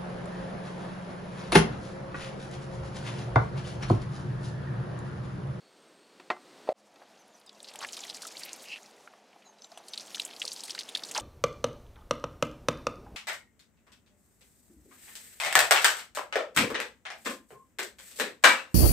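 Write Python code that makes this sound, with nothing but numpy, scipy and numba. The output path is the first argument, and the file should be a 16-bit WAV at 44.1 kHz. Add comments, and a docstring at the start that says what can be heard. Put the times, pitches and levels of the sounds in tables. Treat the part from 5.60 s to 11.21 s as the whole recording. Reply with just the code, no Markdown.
"""Knocks on a plastic tray of noodles outdoors; the sound breaks off and fades in again at a basin.
Starchy water and noodles pour over the tray's lip: filtered-noise smacks, spray and hiss, bubble-grain gurgle,
toned plops. The tray rings in damped modes and scrapes as resonant noise.
Small birds are gliding sines; the dull open-air rumble is shaped noise. Both channels are equal."""
import sys
import numpy as np
from scipy import signal
from scipy.fft import rfft, irfft
from scipy.io import wavfile
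from scipy.ndimage import uniform_filter1d
from numba import njit

SR = 44100
rng = np.random.default_rng(int(sys.argv[2]) if len(sys.argv) > 2 else 0)


def transcribe(signal):
    """Save signal, clipped to [-1, 1], as a 16-bit WAV file at the path in sys.argv[1]."""
    frames = np.atleast_2d(signal).T
    limited = np.clip(frames, -1, 1)
    pcm = np.round(limited * 32767).astype(np.int16)
    wavfile.write(sys.argv[1], SR, pcm)


N = 247401
BREAK_S, FADE_OUT_S, FADE_IN_S = 1.1305, .0037, .05
FULL_FLOW_DB = -50.5  # POUR_FLOW level of a full stream


def undb(db):
    """Decibels to gain."""
    return 10 ** (np.asarray(db) / 20)


def level(x, rms_db):
    """Scale to an rms level."""
    return x * undb(rms_db) / np.sqrt(np.mean(x ** 2))


def noise(n=N):
    """White noise, rms near 1."""
    return rng.standard_normal(n)


def curve(rows, outside=None):
    """Columns of a time table at every sample."""
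    t_s, *columns = np.transpose(rows)
    return [np.interp(np.arange(N) / SR, t_s, c, outside, outside) for c in columns]


@njit
def svf(x, hz, width):
    """State-variable band-pass with a moving centre; width as a share of the centre."""
    y, b, l = np.empty(len(x)), 0., 0.
    for i in range(len(x)):
        g = np.tan(np.pi * hz[i] / SR)
        v = (b + g * (x[i] - l)) / (1 + g * (g + width))
        b, l, y[i] = 2 * v - b, l + 2 * g * v, width * v
    return y


def band(x, hz, width):
    """Band-pass applied twice for steep skirts."""
    hz = np.clip(hz + np.zeros(len(x)), 30, 18000)
    width = float(max(width, .005))
    return svf(svf(x, hz, width), hz, width)


@njit
def grains(start, hz, cycles, size, glide, n):
    """Tiny bubbles: each a sine that dies within some cycles while its pitch rises."""
    y = np.zeros(n)
    for k in range(len(start)):
        z, w, i = size[k] + 0j, 2 * np.pi * hz[k] / SR, start[k]
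        fall = np.exp(-hz[k] / SR / cycles[k])
        for j in range(min(int(6 * cycles[k] * SR / hz[k]), n - i)):
            z *= fall * np.exp(1j * w * (1 + glide * j * hz[k] / SR / cycles[k]))
            y[i + j] += z.imag
    return y


def scatter(hz, octaves, cycles, spread_db, count):
    """Random rain of bubbles around a pitch track, a few far louder than the rest; rms 1."""
    at, chance = rng.integers(0, N, count), rng.standard_normal(count)
    pitch_hz = np.clip(hz[at] * 2 ** (octaves * chance), 200, 15500)
    size = undb(spread_db * rng.exponential(size=count))
    return level(grains(at, pitch_hz, np.full(count, cycles), size, 0.039, N), 0)


def walk(rate_hz):
    """Random levels held 1 / rate_hz and slewed twice; spread near 1."""
    k = int(SR / rate_hz)
    steps = np.repeat(rng.standard_normal(N // k + 1), k)
    return 1.53 * uniform_filter1d(uniform_filter1d(steps, k), k)[:N]


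def add(out, t_s, sound, peak_db):
    """Place a short sound at its time with its peak level."""
    i = int(t_s * SR)
    out[i:i + len(sound)] += (sound * undb(peak_db) / np.abs(sound).max())[:N - i]


def coloured(spectrum):
    """Noise with a given spectrum, scaled to rms 1 between 150 and 450 Hz."""
    hz = np.fft.rfftfreq(N, 1 / SR)[1:]
    point_hz, point_db = np.transpose(spectrum)
    gain = undb(np.interp(np.log(hz), np.log(point_hz), point_db))
    gain /= np.sqrt(np.sum(gain[(hz > 150) & (hz < 450)] ** 2) / len(hz))
    return irfft(rfft(noise()) * np.append(0, gain), N)


# open-air level by the tray, 150-450 Hz: t/s, level/dB
TRAY_AIR_LEVEL = [(0, -64), (.47, -64), (.93, -61.5), (1.12, -59)]
# open-air spectrum by the tray: f/Hz, relative density/dB
TRAY_AIR_SPECTRUM = [(24, -80), (40, -52), (159, -9), (345, -1), (852, -8.5), (2210, -15), (4340, -16),
                     (6490, -22.5), (8340, -24), (16000, -40.5)]
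# narrow high noise bands by the tray: f/Hz, width/Hz, rms level before waver/dB
WHINES = [(8350, 140, -78), (6850, 160, -86), (4400, 260, -78)]


def tray_air():
    """Wavering open-air rumble as shaped noise, plus faint whines as narrow noise bands."""
    out = coloured(TRAY_AIR_SPECTRUM) * undb(curve(TRAY_AIR_LEVEL)[0] + .8 * walk(6))
    for hz, width_hz, rms_db in WHINES:
        out += level(band(noise(), hz, width_hz / hz), rms_db) * undb(2 * walk(12))
    return out


# open-air spectrum by the basin: f/Hz, relative density/dB
BASIN_AIR_SPECTRUM = [(24, -52), (60, -72), (130, -16), (231, -5.5), (491, -4), (790, -9.5), (1270, -9.5),
                      (2700, -14), (6000, -22), (16000, -50)]


def basin_air(full_db=-62, per_flow_db=.55, hum_hz=208, hum_width_hz=13.6, hum_rms_db=-77):
    """Shaped-noise rumble that grows with the flow, and a wavering hum from a narrow noise band."""
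    flow_db = curve(POUR_FLOW)[0] - FULL_FLOW_DB
    rumble = coloured(BASIN_AIR_SPECTRUM) * undb(full_db + per_flow_db * flow_db + walk(6.23))
    return rumble + level(band(noise(), hum_hz, hum_width_hz / hum_hz), hum_rms_db)


# bird notes: t/s, length/s, first f/Hz, last f/Hz, peak level before echoes/dB
BIRD_NOTES = [(1.57, 0.056, 6900, 5950, -57.5), (1.69, 0.046, 7400, 6960, -66),
              (1.731, 0.032, 6700, 5800, -53.5), (1.861, 0.029, 4300, 3530, -51.5),
              (1.861, 0.023, 5700, 4770, -51), (1.902, 0.039, 3600, 3300, -63),
              (1.953, 0.023, 3100, 2570, -60), (3.831, 0.092, 6850, 6320, -54.5),
              (3.848, 0.038, 4200, 3930, -56), (3.853, 0.033, 7100, 7100, -59),
              (3.968, .045, 4100, 3900, -60), (4, 0.063, 6250, 6050, -49), (4.028, 0.034, 7300, 7300, -50),
              (4.125, 0.079, 6150, 5980, -54), (4.288, 0.05, 6150, 6070, -48)]


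def birds(echo_db=-11, echo_t60_s=0.26):
    """Whistles that fall and level out or hold, swell and waver, with a faint smear of echoes."""
    out = np.zeros(N)
    for t_s, length_s, first_hz, last_hz, peak_db in BIRD_NOTES:
        n = int(length_s * SR)
        u = np.arange(n) / n
        waver = undb(3 * uniform_filter1d(noise(n), 200) * np.sqrt(200))
        hz = last_hz + (first_hz - last_hz) * (1 - u) ** 1.7
        whistle = np.sin(2 * np.pi * np.cumsum(hz) / SR)
        add(out, t_s, whistle * np.sin(np.pi * u ** 1.5) * waver, peak_db)
    t = np.arange(SR // 8) / SR
    echoes = noise(len(t)) * 1000. ** (-t / echo_t60_s)
    return out + undb(echo_db) * signal.fftconvolve(out, echoes / np.linalg.norm(echoes))[:N]


# blows on the tray: t/s, peak level/dB, best-rung f/Hz, reach/octaves, t60 scale
KNOCKS = [(.598, -37.5, 1220, 2.6, 0.51), (0.7012, -15, 1110, 1.18, 0.7), (0.709, -35, 900, 2.1, 0.19),
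          (.722, -29, 754, 0.92, 0.36), (0.74, -41, 736, 1.2, 1.3), (.763, -39, 1060, 0.71, 0.98),
          (1.073, -34, 805, 1.1, 1.5), (1.089, -12, 602, 0.17, 0.45), (1.0995, -37, 625, 0.22, 0.4),
          (1.120, -30, 630, 0.15, 0.51), (1.357, -48, 2520, 4, 1.7), (1.418, -42.5, 870, 0.92, 0.23)]
# tray modes: f/Hz, relative level/dB, t60 before scale/s
TRAY_MODES = [(298, 8.5, 0.052), (364.6, 3.5, 0.19), (470, 8.5, 0.039), (558, 0.5, 0.07), (630, 8.5, 0.042),
              (734, -3, 0.19), (847, 4, 0.059), (1065, 2, 0.066), (1178, -3.5, 0.11), (1328, -1, 0.08),
              (1582, -21, 0.098), (1890, 1, 0.07), (2058, -11.5, 0.22), (2306, -0.5, 0.06),
              (2597, 5, 0.041), (3620, 6.5, 0.024), (4160, -6, 0.085), (4580, 8, 0.018), (5440, -22, .05)]


def knocks(rattle_db=-18, crack_db=-24, rattle_t60_s=0.089, rise_s=0.0012):
    """Each blow lands elsewhere and rings its own share of the tray's modes, with a loose rattle."""
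    out, t = np.zeros(N), np.arange(SR // 4) / SR
    hz, mode_db, t60_s = np.transpose(TRAY_MODES)[:, :, None]
    for t_s, peak_db, best_hz, reach, scale in KNOCKS:
        near_best = 1 / (1 + (np.log2(hz / best_hz) / reach) ** 4)
        share = undb(mode_db) * (near_best + undb(crack_db) * (hz > best_hz))
        ring = np.sum(share * np.sin(2 * np.pi * hz * t) * 1000. ** (-t / t60_s / scale), axis=0)
        rattle = band(noise(len(t)) * 1000. ** (-t / rattle_t60_s), best_hz, 1.14 * reach)
        blow = ring / np.abs(ring).max() + undb(rattle_db) * rattle / np.abs(rattle).max()
        add(out, t_s, blow * (1 - np.exp(-(t / rise_s) ** 2)), peak_db)
    return signal.sosfilt(signal.butter(2, 200, "highpass", fs=SR, output="sos"), out)


# tray scrapes: t/s, length/s, level at the top of the swell/dB, f/Hz, width as a share of f
SCRAPES = [(2.793, 0.17, -45, 2520, .65), (3.054, 0.13, -38, 2710, 0.23)]


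def scrapes(swell_share=.55, edge_drop_db=15.5):
    """Stick-slip of wet plastic on wood: uneven noise in a resonance and weak overtone, swelling and dying."""
    out = np.zeros(N)
    for t_s, length_s, top_db, hz, width in SCRAPES:
        edge_db = top_db - edge_drop_db
        swell = [(t_s, edge_db), (t_s + swell_share * length_s, top_db), (t_s + length_s, edge_db)]
        swell_db = curve(swell, -120)[0]
        rub = noise() * undb(2.5 * walk(120))
        resonance = level(band(rub, hz, width), 0)
        overtone = level(band(rub, 1.5 * hz, 0.42), -10)
        out += undb(swell_db) * (resonance + overtone)
    return out


# lumps of noodles and water into the basin: t/s, peak level/dB, f/Hz
PLOPS = [(2.149, -40.5, 870), (2.188, -41, 633), (2.214, -34, 1103), (2.226, -30, 1160),
         (2.235, -29.5, 1140), (2.247, -25.5, 1730), (2.652, -35.5, 1310), (3.475, -37.5, 1390),
         (3.536, -45, 1150), (3.761, -45.5, 750), (3.862, -50, 720), (3.89, -52, 755), (3.925, -53, 740),
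         (4.043, -49, 726), (4.118, -42, 694), (4.174, -38, 703), (4.201, -43.5, 680), (4.843, -42.5, 504),
         (5.082, -38, 2060), (5.15, -34.5, 1470), (5.423, -40, 1470), (5.554, -25, 898), (5.565, -27, 824),
         (5.58, -22.5, 875)]


def plops(t60_cycles=45, tone_db=-3.5):
    """Heavy lumps ring the air in the basin: a weak tone inside a rough wet slap."""
    out, t = np.zeros(N), np.arange(SR // 8) / SR
    for t_s, peak_db, hz in PLOPS:
        shape = 1000. ** (-t * hz / t60_cycles) * (1 - np.exp(-t * hz / 0.27))
        slap = band(noise(len(t)) * shape, hz, 1.0)
        tone = np.sin(2 * np.pi * hz * t) * shape
        add(out, t_s, undb(tone_db) * tone + slap / np.abs(slap).max(), peak_db)
    return out


# drops that smack the pool: t/s, smack peak level/dB, f/Hz, treble re smack/dB, spray re smack/dB
DROPS = [(1.6793, -54, 9800, -18, -18), (1.799, -53, 10500, -15, -18), (1.8132, -49.5, 3880, -21, -24),
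         (1.8623, -45, 8000, -17, -12), (1.8929, -40, 3930, -25, -12), (1.929, -50, 7400, -18, -20),
         (1.9472, -49.5, 4680, -18, -5), (2.0027, -37, 4100, -14, -33), (2.029, -37, 8200, -21, -19),
         (2.044, -35, 4100, -30, -6), (2.077, -39, 4250, -30, -4), (2.0855, -37.5, 4400, -22, -2),
         (2.1371, -42, 3600, 1, -20), (2.1569, -34, 3030, -1, -35), (2.189, -31.5, 6700, -27, -33),
         (2.2059, -34.5, 2900, -25, -19), (2.217, -41, 4540, -21, 2), (2.228, -34.5, 4330, -27, 1),
         (2.3304, -31, 5550, -8, -3.5), (2.3676, -28.5, 4130, -9, -7), (2.4362, -37.5, 3700, -30, -4),
         (2.4921, -37.5, 4500, -3.5, -2), (2.5449, -36, 4900, -8, 2.5), (2.5672, -34.5, 7640, -15, -28),
         (2.619, -33, 4800, -2.5, 3), (2.648, -36, 5400, -6, -6), (2.6682, -33.5, 7340, -7, 1),
         (2.7204, -40, 7600, -21, -23), (2.7685, -30.5, 4030, -33, -10), (2.7957, -43.5, 6660, 1, -3),
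         (2.8336, -28.5, 4700, -10, -10), (2.8922, -32, 3870, -13, -14), (2.9307, -25.5, 6400, -8.5, -16),
         (3.021, -48, 8460, -18, 6), (3.1589, -32.5, 2740, -22, -6.5), (3.2595, -44, 5200, -21, -14),
         (3.7291, -50, 2230, -26, -22), (3.8212, -55.5, 2670, -29, 2), (3.985, -53.5, 4500, -15, -6),
         (4.02, -38.5, 4900, -35, -15), (4.0436, -37, 4200, -19, -15), (4.1174, -39.5, 4640, -35, -10),
         (4.1744, -38.5, 3080, -5, -9), (4.2827, -37.5, 4500, -1, -9), (4.3349, -26.5, 4020, -21, -7),
         (4.3763, -24, 3960, -12, -16), (4.3969, -33, 4400, -20, -8), (4.4068, -33.5, 5500, -22, -2),
         (4.4965, -45, 4870, -14, -5), (4.5454, -27.5, 3640, -15, -2), (4.558, -31, 6050, -25, -8),
         (4.5972, -19, 3660, -13.5, -19), (4.6176, -29, 4970, -15, -17.5), (4.6502, -24, 7900, -15, -8),
         (4.6616, -36.5, 2970, -16, -21), (4.763, -35.5, 4230, -30, -8), (4.7969, -37, 6340, -16, 2),
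         (4.8167, -18.5, 3000, -24, -12), (4.8516, -24.5, 4720, -7.5, -12), (4.8777, -22.5, 4740, -17, -11),
         (4.9175, -24.5, 5040, -25, -8.5), (4.9307, -36.5, 6300, 6.5, -15), (4.9925, -36, 4000, -11, -3),
         (5.0058, -29, 5500, -20, -18), (5.0358, -30.5, 4230, -2, -9), (5.052, -39, 4500, 3, 1),
         (5.078, -39.5, 4970, 1, 1), (5.0955, -28.5, 3400, -9, -7.5), (5.1053, -25.5, 5000, -15, -6.5),
         (5.1487, -28, 4400, -11, -13), (5.1777, -34, 2420, -30, -3), (5.1897, -21, 4440, -17, -8),
         (5.2074, -30, 3700, -25, -3), (5.2896, -30.5, 3650, -6, -10), (5.3499, -17, 3430, -21, -10.5),
         (5.3711, -28, 3980, -8.5, -14), (5.4351, -25.5, 4700, -16, -19), (5.4484, -31.5, 4520, -18, -17),
         (5.4871, -34, 4720, -7, -3), (5.5121, -27.5, 7350, -22, -5), (5.548, -26.5, 4550, -28, -1.5),
         (5.562, -27, 2710, -9, 0.5), (5.5768, -18, 5960, -24, -19)]


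def drops(rows, count=7, smack_t60_s=0.016, spray_s=0.015, fallback_db=-3, bright_spray_db=4.5):
    """A short smack, then a lumpy puff of spray with droplets falling back around it."""
    out, n = np.zeros(N), SR // 25
    t = np.arange(n) / SR
    for t_s, peak_db, hz, treble_db, spray_db in rows:
        smack = 1000. ** (-t / smack_t60_s) * (1 - np.exp(-t / 0.00036))
        lumps = undb(1.64 * np.repeat(noise(n // 64 + 1), 64)[:n])
        puff = np.exp(-(t / spray_s) ** 4.5) * lumps
        bright = smack + undb(bright_spray_db + spray_db) * puff
        add(out, t_s, band(noise(n) * smack, hz, 0.39), peak_db)
        add(out, t_s, band(noise(n) * puff, hz, 0.74), peak_db + spray_db)
        add(out, t_s, band(noise(n) * bright, 8500, 0.66), peak_db + treble_db)
        late_s = rng.random(count) * spray_s * 2.1
        size_chance, pitch_chance = rng.standard_normal((2, count))
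        pitch_hz = np.clip(hz * 2 ** (0.543 * pitch_chance), 500, 15000)
        start = (late_s * SR).astype(np.int64)
        droplets = grains(start, pitch_hz, np.full(count, 3.5), undb(3.9 * size_chance), 0.22, n)
        add(out, t_s, droplets, peak_db + fallback_db + spray_db)
    return out


# flow of the stream: t/s, spray reference level/dB
POUR_FLOW = [(1.17, -74.5), (1.4, -64.5), (1.53, -63), (1.86, -66.5), (2.23, -51), (2.41, -49.5),
             (2.7, -51), (3.04, -52), (3.18, -56.5), (3.38, -59), (3.61, -66.5), (3.89, -69), (4.5, -50.5),
             (4.85, -51), (4.99, -49.5), (5.14, -53.5), (5.35, -52.5), (5.61, -47)]


def pour(count=420, gurgle_full_db=-59, gurgle_per_flow_db=0.38):
    """The stream breaks into small drops over fizz, thin hiss and fine mist; the basin gurgles under it."""
    spray_db = curve(POUR_FLOW)[0]
    flow_db = spray_db - FULL_FLOW_DB
    at_s = rng.uniform(POUR_FLOW[0][0], N / SR, count)
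    chance = rng.standard_normal((4, count))
    pitch_hz = np.clip(5200 * 2 ** (0.58 * chance[1]), 2200, 13000)
    small = np.transpose([at_s, 4.2 * chance[0], pitch_hz, -22 + 5 * chance[2], -11 + 2.7 * chance[3]])
    # a thin stream runs smoothly, a full one spatters
    spatter = level(drops(small, count=4), -3.5) * undb(1.3 * flow_db)
    fizz = scatter(np.full(N, 5200.), .55, 5, 3.0, count=9000) * undb(-6 + 1.5 * walk(40))
    mist = level(band(noise(), 10800, 0.59), -19) * undb(3.9 * walk(45))
    hiss = level(band(noise(), 5900, 1.15), -9.0) * undb(3.1 * walk(29.6))
    gurgle = scatter(np.full(N, 740.), .28, 6, 1.5, count=4000)
    gurgle *= undb(gurgle_full_db + gurgle_per_flow_db * flow_db)
    return undb(spray_db) * (spatter + fizz + hiss + mist) + gurgle


def scene():
    """The tray until the break, then the basin fading in."""
    t = np.arange(N) / SR
    tray = knocks()
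    fade_out = np.clip((BREAK_S - t) / FADE_OUT_S, 0, 1)
    fade_in = np.clip((t - BREAK_S) / FADE_IN_S, 0, 1)
    before = tray_air() + tray
    late_tray = tray * (t > BREAK_S + .1)  # without the ring of the early knocks at the break
    after = basin_air() + birds() + late_tray + scrapes() + plops() + drops(DROPS) + pour()
    return np.tile(fade_out * before + fade_in * after, (2, 1))


def record(dry, bass_cut_hz=90, top_hz=16100):
    """The microphone drops the deep bass; a steep low-pass cuts the top."""
    thin = signal.sosfilt(signal.butter(3, bass_cut_hz, "highpass", fs=SR, output="sos"), dry)
    return signal.sosfilt(signal.ellip(10, .2, 70, top_hz, fs=SR, output="sos"), thin)


dry = scene()
out = record(dry)
transcribe(out)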